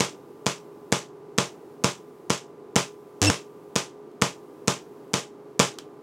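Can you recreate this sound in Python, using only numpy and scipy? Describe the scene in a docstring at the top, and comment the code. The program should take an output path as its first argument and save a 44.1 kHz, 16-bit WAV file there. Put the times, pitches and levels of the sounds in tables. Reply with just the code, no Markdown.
"""A small spark coil on an electronics bench fires about twice a second in a small workshop.
Each burst is a snap and a thump as the arc breaks out, then a loud crack about 5 ms later.
One burst holds its arc: it buzzes at twice the mains rate, snaps again five times and squeals.
Snaps are short pulses, thumps are dying sine waves, and the room's echo is noise that fades away.
Small clicks are short noise with a ring; instrument fans below are shaped noise and wavering tones."""
import sys
import numpy as np
from scipy import signal
from scipy.fft import rfft, irfft
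from scipy.io import wavfile
from scipy.ndimage import uniform_filter1d, minimum_filter1d

SR = 44100
rng = np.random.default_rng(int(sys.argv[2]) if len(sys.argv) > 2 else 0)


def pcm_store(signal):
    """Save signal as 16-bit PCM."""
    levels = np.round(np.clip(np.atleast_2d(signal), -1, 1) * 32767)
    wavfile.write(sys.argv[1], SR, levels.astype(np.int16).T)


N = 265482
T = np.arange(N) / SR  # time in the scene [s]
AGE = T[:16384]  # time since one short event began [s]


def undb(db):
    """Turn decibels into a factor for sound pressure."""
    return 10 ** (np.asarray(db) / 20)


def unit(x):
    """Scale a signal to rms 1."""
    return x / np.sqrt(np.mean(x ** 2))


def add(out, start_s, x):
    """Mix x into out from a given time on, cutting off what runs past the end."""
    i = max(0, int(round(start_s * SR)))
    out[i:i + len(x)] += x[:max(0, N - i)]


def gains(colour, size):
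    """Read a colour's gain at each frequency of a transform, with straight lines over log frequency."""
    hz, db = np.transpose(colour)
    log_hz = np.log(np.fft.rfftfreq(size, 1 / SR) + 1)
    return undb(np.interp(log_hz, np.log(hz), db))


def noise(colour, size):
    """Shape white noise with a colour, at rms 1."""
    white = rng.standard_normal(size)
    return unit(irfft(rfft(white) * gains(colour, size), size))


def click(colour):
    """Make a pulse of a given colour whose energy comes as early as possible (minimum phase)."""
    # folding the cepstrum onto positive times moves all the energy to the front
    cepstrum = irfft(np.log(gains(colour, len(AGE))))
    cepstrum[1:len(AGE) // 2] *= 2
    cepstrum[len(AGE) // 2 + 1:] = 0
    pulse = irfft(np.exp(rfft(cepstrum)))
    return pulse / np.sqrt(np.mean(pulse[:25] ** 2))  # rms 1 over the first half millisecond or so


def walk(rate_hz):
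    """Wander smoothly at random, with a spread near 1."""
    k = int(SR / rate_hz)
    steps = np.repeat(rng.standard_normal(N // k + 1), k)
    return unit(uniform_filter1d(uniform_filter1d(steps, k), k)[:N])


def gate(start_s, attack_s, hold_s, release_s):
    """Rise, hold and fall in straight lines."""
    corners = start_s + np.cumsum([0, attack_s, hold_s, release_s])
    return np.interp(T, corners, [0, 1, 1, 0])


def fade(t60, hold_s):
    """The echo stays nearly level at first, as under a recovering limiter, then falls steadily."""
    return undb(-60 * (np.hypot(AGE, hold_s) - hold_s) / t60)


def thump(hz, t60, delay_s):
    """A pressure swing that dies away: a sine losing 60 dB in t60 seconds."""
    age = np.maximum(AGE - delay_s, 0)
    return np.sin(2 * np.pi * hz * age) * undb(-60 * age / t60)


FIRST_S, PERIOD_S, BURST_S = .0015, .45939, .0048  # first burst, spacing, length of a burst [s]
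# one burst holds its arc: its place in the row (from 0), its length [s], delay of later bursts [s]
LONG_INDEX, ARC_S, DELAY_S = 7, .0832, .08
ARC_START_S = FIRST_S + LONG_INDEX * PERIOD_S
ARC_END_S = ARC_START_S + ARC_S
# strength of each burst in turn: (opening snap and thump [dB], closing boom and branches [dB])
BURST_LEVELS = [(-19, -11), (-24.5, -12), (-18, -9.5), (-19, -8), (-17, -7.5), (-20.5, -11.5), (-12.5, -7),
                (-10, -12.5), (-18.5, -13.5), (-19.5, -7.5), (-20, -8.5), (-20, -11), (-9.5, -5.5)]


def timing():
    """Bursts are evenly spaced, but the long arc holds the timer up: all later ones come 0.08 s late."""
    turn = np.arange(len(BURST_LEVELS))
    starts = FIRST_S + turn * PERIOD_S + DELAY_S * (turn > LONG_INDEX)
    ends = starts + np.where(turn == LONG_INDEX, ARC_S, BURST_S)
    return starts, ends


FANS_DB, HISS_DB = -47, -69.5  # rushing air before its small drift, and faint hiss [dB]
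HISS_CYCLE = 3  # the hiss follows two bursts out of every three
# colour of the rushing air: (frequency [Hz], relative level [dB])
FAN_COLOUR = [(30, -19), (70, -26), (100, -18), (140, -13.5), (210, -10), (300, -3.5), (390, -0.5),
              (470, -5.5), (600, -14.5), (950, -16), (1300, -22.5), (1750, -30.5), (3500, -38.5),
              (16000, -49)]
# steady tones of the fans, before a small drift: (frequency [Hz], rms level [dB])
FAN_TONES = [(140.0, -65), (161.5, -64.5), (414.5, -50.5), (834.4, -67.5), (947.5, -73.5), (1007, -66),
             (1066, -76), (1184, -67), (2056, -85)]


def bench():
    """Fans: rushing air and slightly wavering tones; a faint hiss comes and goes from burst to burst."""
    air = undb(FANS_DB + .5 * walk(4.3)) * noise(FAN_COLOUR, N)
    hum = 0
    for hz, db in FAN_TONES:
        phase = 2 * np.pi * np.cumsum(hz + .8 * walk(9)) / SR
        hum = hum + np.sqrt(2) * undb(db + 1.2 * walk(1.9)) * np.sin(phase)
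    fired = np.searchsorted(timing()[0], T)  # bursts begun so far
    hissing = (fired % HISS_CYCLE > 0) & (fired < len(BURST_LEVELS))
    hiss = undb(HISS_DB) * hissing * rng.standard_normal(N)
    return air + hum + hiss


# small clicks on the bench: (time [s], level [dB])
CLICK_EVENTS = [(4.115, -58), (5.7405, -45), (5.7851, -40.5), (5.7866, -29)]
# colour of a click: (frequency [Hz], relative level [dB])
CLICK_COLOUR = [(200, -6.5), (1200, -1), (2100, -4), (3200, 3.5), (4200, -3), (5200, -4), (7500, -4),
                (11000, -18.5), (16000, -26)]
# ring of the small hard part: (frequency [Hz], relative level [dB])
PART_TONES = [(1700, -6), (3133, 1), (3957, -5), (5378, -8)]


def clicks():
    """A small hard part, perhaps a switch, ticks on the bench, rings briefly, and the room answers."""
    out = np.zeros(N)
    tones = sum(undb(db) * thump(hz, t60=0.11, delay_s=0) for hz, db in PART_TONES)
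    ring = undb(-17.5) * tones
    for start_s, db in CLICK_EVENTS:
        tick = np.exp(-AGE / 0.0014)
        room_answer = undb(-16.5) * undb(-60 * AGE / 0.19)
        rattle = (tick + room_answer) * noise(CLICK_COLOUR, len(AGE))
        add(out, start_s, undb(db) * (rattle + ring))
    return out


# colour of the room's echo: (frequency [Hz], relative level [dB])
ROOM_COLOUR = [(100, -7), (400, 3.5), (1100, 0), (1800, -1), (3300, 1), (4200, -4), (6000, 0), (7500, -3),
               (10000, -14), (13000, -25), (16000, -32.5)]


def reflections():
    """Diffuse echo of the workshop: fading noise, grainy with small reflections."""
    grain = unit(undb(1.3 * walk(350)[:len(AGE)]))
    onset = 1 - np.exp(-AGE / 0.00055)
    return grain * noise(ROOM_COLOUR, len(AGE)) * fade(t60=0.19, hold_s=0.051) * onset


# standing waves of the workshop: (frequency [Hz], relative level [dB])
ROOM_TONES = [(113.0, -7), (135.0, 1.5), (178.0, 1), (205, -8), (266.0, -6), (327.0, -8), (370.0, -7.5),
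              (417.0, -8), (447.0, -3), (480.0, -7.5), (505.0, -14.5), (581.0, -1.5), (666.0, -6.5),
              (708.0, -11.5), (828.0, -5), (869.0, -5), (915.0, -10.5), (973.0, -6), (1004.0, -12),
              (1047.0, -3), (1096.0, -7), (1137.0, -11), (1215.0, -4), (1315.0, -13.5), (1377.0, -10),
              (1497, -11.5), (1612, -15.5), (2555, -9.5)]


def standing_waves(t60, delay_s):
    """Air between the walls rings at set pitches, which build up and die away together."""
    age = np.maximum(AGE - delay_s, 0)
    ring = 0
    for hz, db in ROOM_TONES:
        # long waves start nearly together, short ones arrive scattered
        phase = rng.uniform(-np.pi, np.pi) * min(1, (hz / 450) ** 2)
        ring = ring + undb(db) * np.cos(2 * np.pi * hz * age + phase)
    return ring * undb(-60 * age / t60) * (1 - np.exp(-age / 0.0039))


ARC_HZ = 100.25  # supply ripple, twice the mains rate
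# the squeal swells quickly, holds, then drops to a weak whistle until the arc dies
SQUEAL_START_S, SQUEAL_ATTACK_S, SQUEAL_HOLD_S, SQUEAL_RELEASE_S = 3.268, .004, .0165, .003
SQUEAL_HZ = 2702  # centre of its wavering pitch
SQUEAL_DB, WHISTLE_DB = -18.5, -35  # strength before the level of each partial [dB]
# buzz of the long arc, before a small drift: (multiple of the ripple, rms level [dB])
BUZZ_PARTIALS = [(1, -22), (2, -43.5), (3, -24), (4, -39), (5, -32.5), (6, -38.5), (7, -39.5)]
# partials of the squeal: (multiple of its pitch, relative level [dB])
SQUEAL_PARTIALS = [(1, -2), (2, -2), (3, -9.5), (4, -25.5)]
# low colour of the sizzle: (frequency [Hz], relative level [dB])
RUMBLE_COLOUR = [(60, -22.5), (150, -0.5), (450, 0.5), (900, -6), (1600, -14), (5000, -37), (16000, -53.5)]


def long_arc():
    """A held arc swells with the supply ripple, sizzles, and breaks into a squeal before it goes out."""
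    burning = np.clip(np.minimum(T - ARC_START_S, ARC_END_S - T) / .001, 0, 1)
    ripple = 2 * np.pi * ARC_HZ * (T - ARC_START_S)
    # the channel swells once a ripple; its upper harmonics waver as the arc writhes
    buzz = 0
    for k, db in BUZZ_PARTIALS:
        waver = (k / 4.5) ** 3 * walk(40)
        buzz = buzz + np.sqrt(2) * undb(db + 1.0 * walk(70)) * np.cos(k * ripple + waver)
    sizzle = undb(-34) * noise(ROOM_COLOUR, N) + undb(-33) * noise(RUMBLE_COLOUR, N)

    loud = undb(SQUEAL_DB) * gate(SQUEAL_START_S, SQUEAL_ATTACK_S, SQUEAL_HOLD_S, SQUEAL_RELEASE_S)
    whistle = undb(WHISTLE_DB) * burning * (T > SQUEAL_START_S)
    drive = np.maximum(loud, whistle)
    phase = 2 * np.pi * np.cumsum(SQUEAL_HZ + 17 * walk(200)) / SR
    # overtones grow only when the oscillation is driven hard
    hard = drive / drive.max()
    squeal = 0
    for k, db in SQUEAL_PARTIALS:
        squeal = squeal + drive * undb(db) * hard ** ((k - 1) / 2) * np.cos(k * phase)
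    echo = reflections()
    squeal_echo = signal.fftconvolve(squeal, echo / np.linalg.norm(echo))[:N]
    return burning * (buzz + sizzle) - squeal + undb(-17) * squeal_echo


RESTRIKE_AFTER_S, RESTRIKE_COUNT = .0116, 5  # first restrike after the arc begins [s], how many
RESTRIKE_DB, RESTRIKE_FALL_DB = -14.5, 1.5  # first strike, drop from one to the next [dB]
# colour of a snap: (frequency [Hz], relative level [dB])
SNAP_COLOUR = [(100, -23), (1000, -11.5), (3000, -11.5), (4500, -11.5), (6500, -2), (8000, -8.5),
               (11000, -21), (16000, -29.5)]


def sparks():
    """The long arc strikes afresh once per ripple, weaker each time as its channel heats up."""
    out = np.zeros(N)
    snap = click(SNAP_COLOUR)
    for k in range(RESTRIKE_COUNT):
        crackle = undb(-4.0) * noise(ROOM_COLOUR, len(AGE)) * np.exp(-AGE / 0.0014)
        strike = snap + crackle + undb(-20) * reflections()
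        level = undb(RESTRIKE_DB - k * RESTRIKE_FALL_DB)
        add(out, ARC_START_S + RESTRIKE_AFTER_S + k / ARC_HZ, level * strike)
    return out


# echo of a crack: level for a closing level of 0 dB [dB], gain per dB of closing level [dB]
ECHO_DB, ECHO_SLOPE = -25, 0.21
# colour of a crack: (frequency [Hz], relative level [dB])
CRACK_COLOUR = [(40, -9.5), (150, 1), (500, 3), (1500, 2.5), (4200, -3), (6500, 0), (8000, -5.5),
                (11000, -17.5), (16000, -34.5)]


def bursts():
    """Snap and thump as the arc breaks out; a crack of opposite sign as it collapses."""
    out = np.zeros(N)
    snap, crack = click(SNAP_COLOUR), click(CRACK_COLOUR)
    # the heated channel swells and falls back
    opening = snap + undb(3.0) * thump(hz=263.5, t60=.014, delay_s=0.00051)
    boom = undb(3.0) * thump(hz=206, t60=0.011, delay_s=0.00035)
    boom = boom + undb(-7.5) * thump(hz=416, t60=0.021, delay_s=0.00038)
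    # the coil stays in one place, so every crack rings the room's tones the same way
    boom = boom + undb(-17) * standing_waves(t60=0.19, delay_s=.001)
    # sound from further along the crooked channel comes in a little later
    channel = AGE / 0.00062 * np.exp(1 - AGE / 0.00071)
    # every arc takes a new path: long waves echo alike each time, short ones afresh
    alike = 1 / (1 + (np.fft.rfftfreq(len(AGE), 1 / SR) / 2200) ** 2)
    walls = rfft(reflections())
    for start, end, (snap_db, crack_db) in zip(*timing(), BURST_LEVELS):
        add(out, start, undb(snap_db) * (opening + undb(-13) * reflections()))
        branches = undb(-4.0) * channel * noise(CRACK_COLOUR, len(AGE))
        # the sharp edge of the crack is equally strong in every burst
        add(out, end, undb(crack_db) * (boom + branches) - undb(-9) * crack)
        fresh = rfft(reflections())
        echo = irfft(np.sqrt(alike) * walls + np.sqrt(1 - alike) * fresh)
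        add(out, end, undb(ECHO_DB + ECHO_SLOPE * crack_db) * echo)
    # so small a source radiates little deep bass
    return signal.sosfilt(signal.butter(2, 80, "high", fs=SR, output="sos"), out)


def scene():
    """Every source reaches both sides; the right is a little louder, most of all in the bass."""
    sound = bench() + clicks() + long_arc() + sparks() + bursts()
    bass = signal.sosfilt(signal.butter(1, 350, fs=SR, output="sos"), sound)
    lean = 0.014 * sound + .046 * bass
    return np.array([sound - lean, sound + lean])


TOP_HZ = 15800  # the treble is cut above this


def record(dry):
    """The microphone sheds deep bass; a fast limiter holds the cracks down; the top is cut."""
    thinned = signal.sosfilt(signal.butter(2, 75, "high", fs=SR, output="sos"), dry)
    ceiling = .87
    allowed = ceiling / np.maximum(np.abs(thinned).max(axis=0), ceiling)
    # one gain for both sides, smoothed over about a millisecond
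    gain = uniform_filter1d(minimum_filter1d(allowed, size=41), size=41)
    return signal.sosfilt(signal.ellip(8, .2, 90, TOP_HZ, fs=SR, output="sos"), gain * thinned)


dry = scene()
out = record(dry)
pcm_store(out)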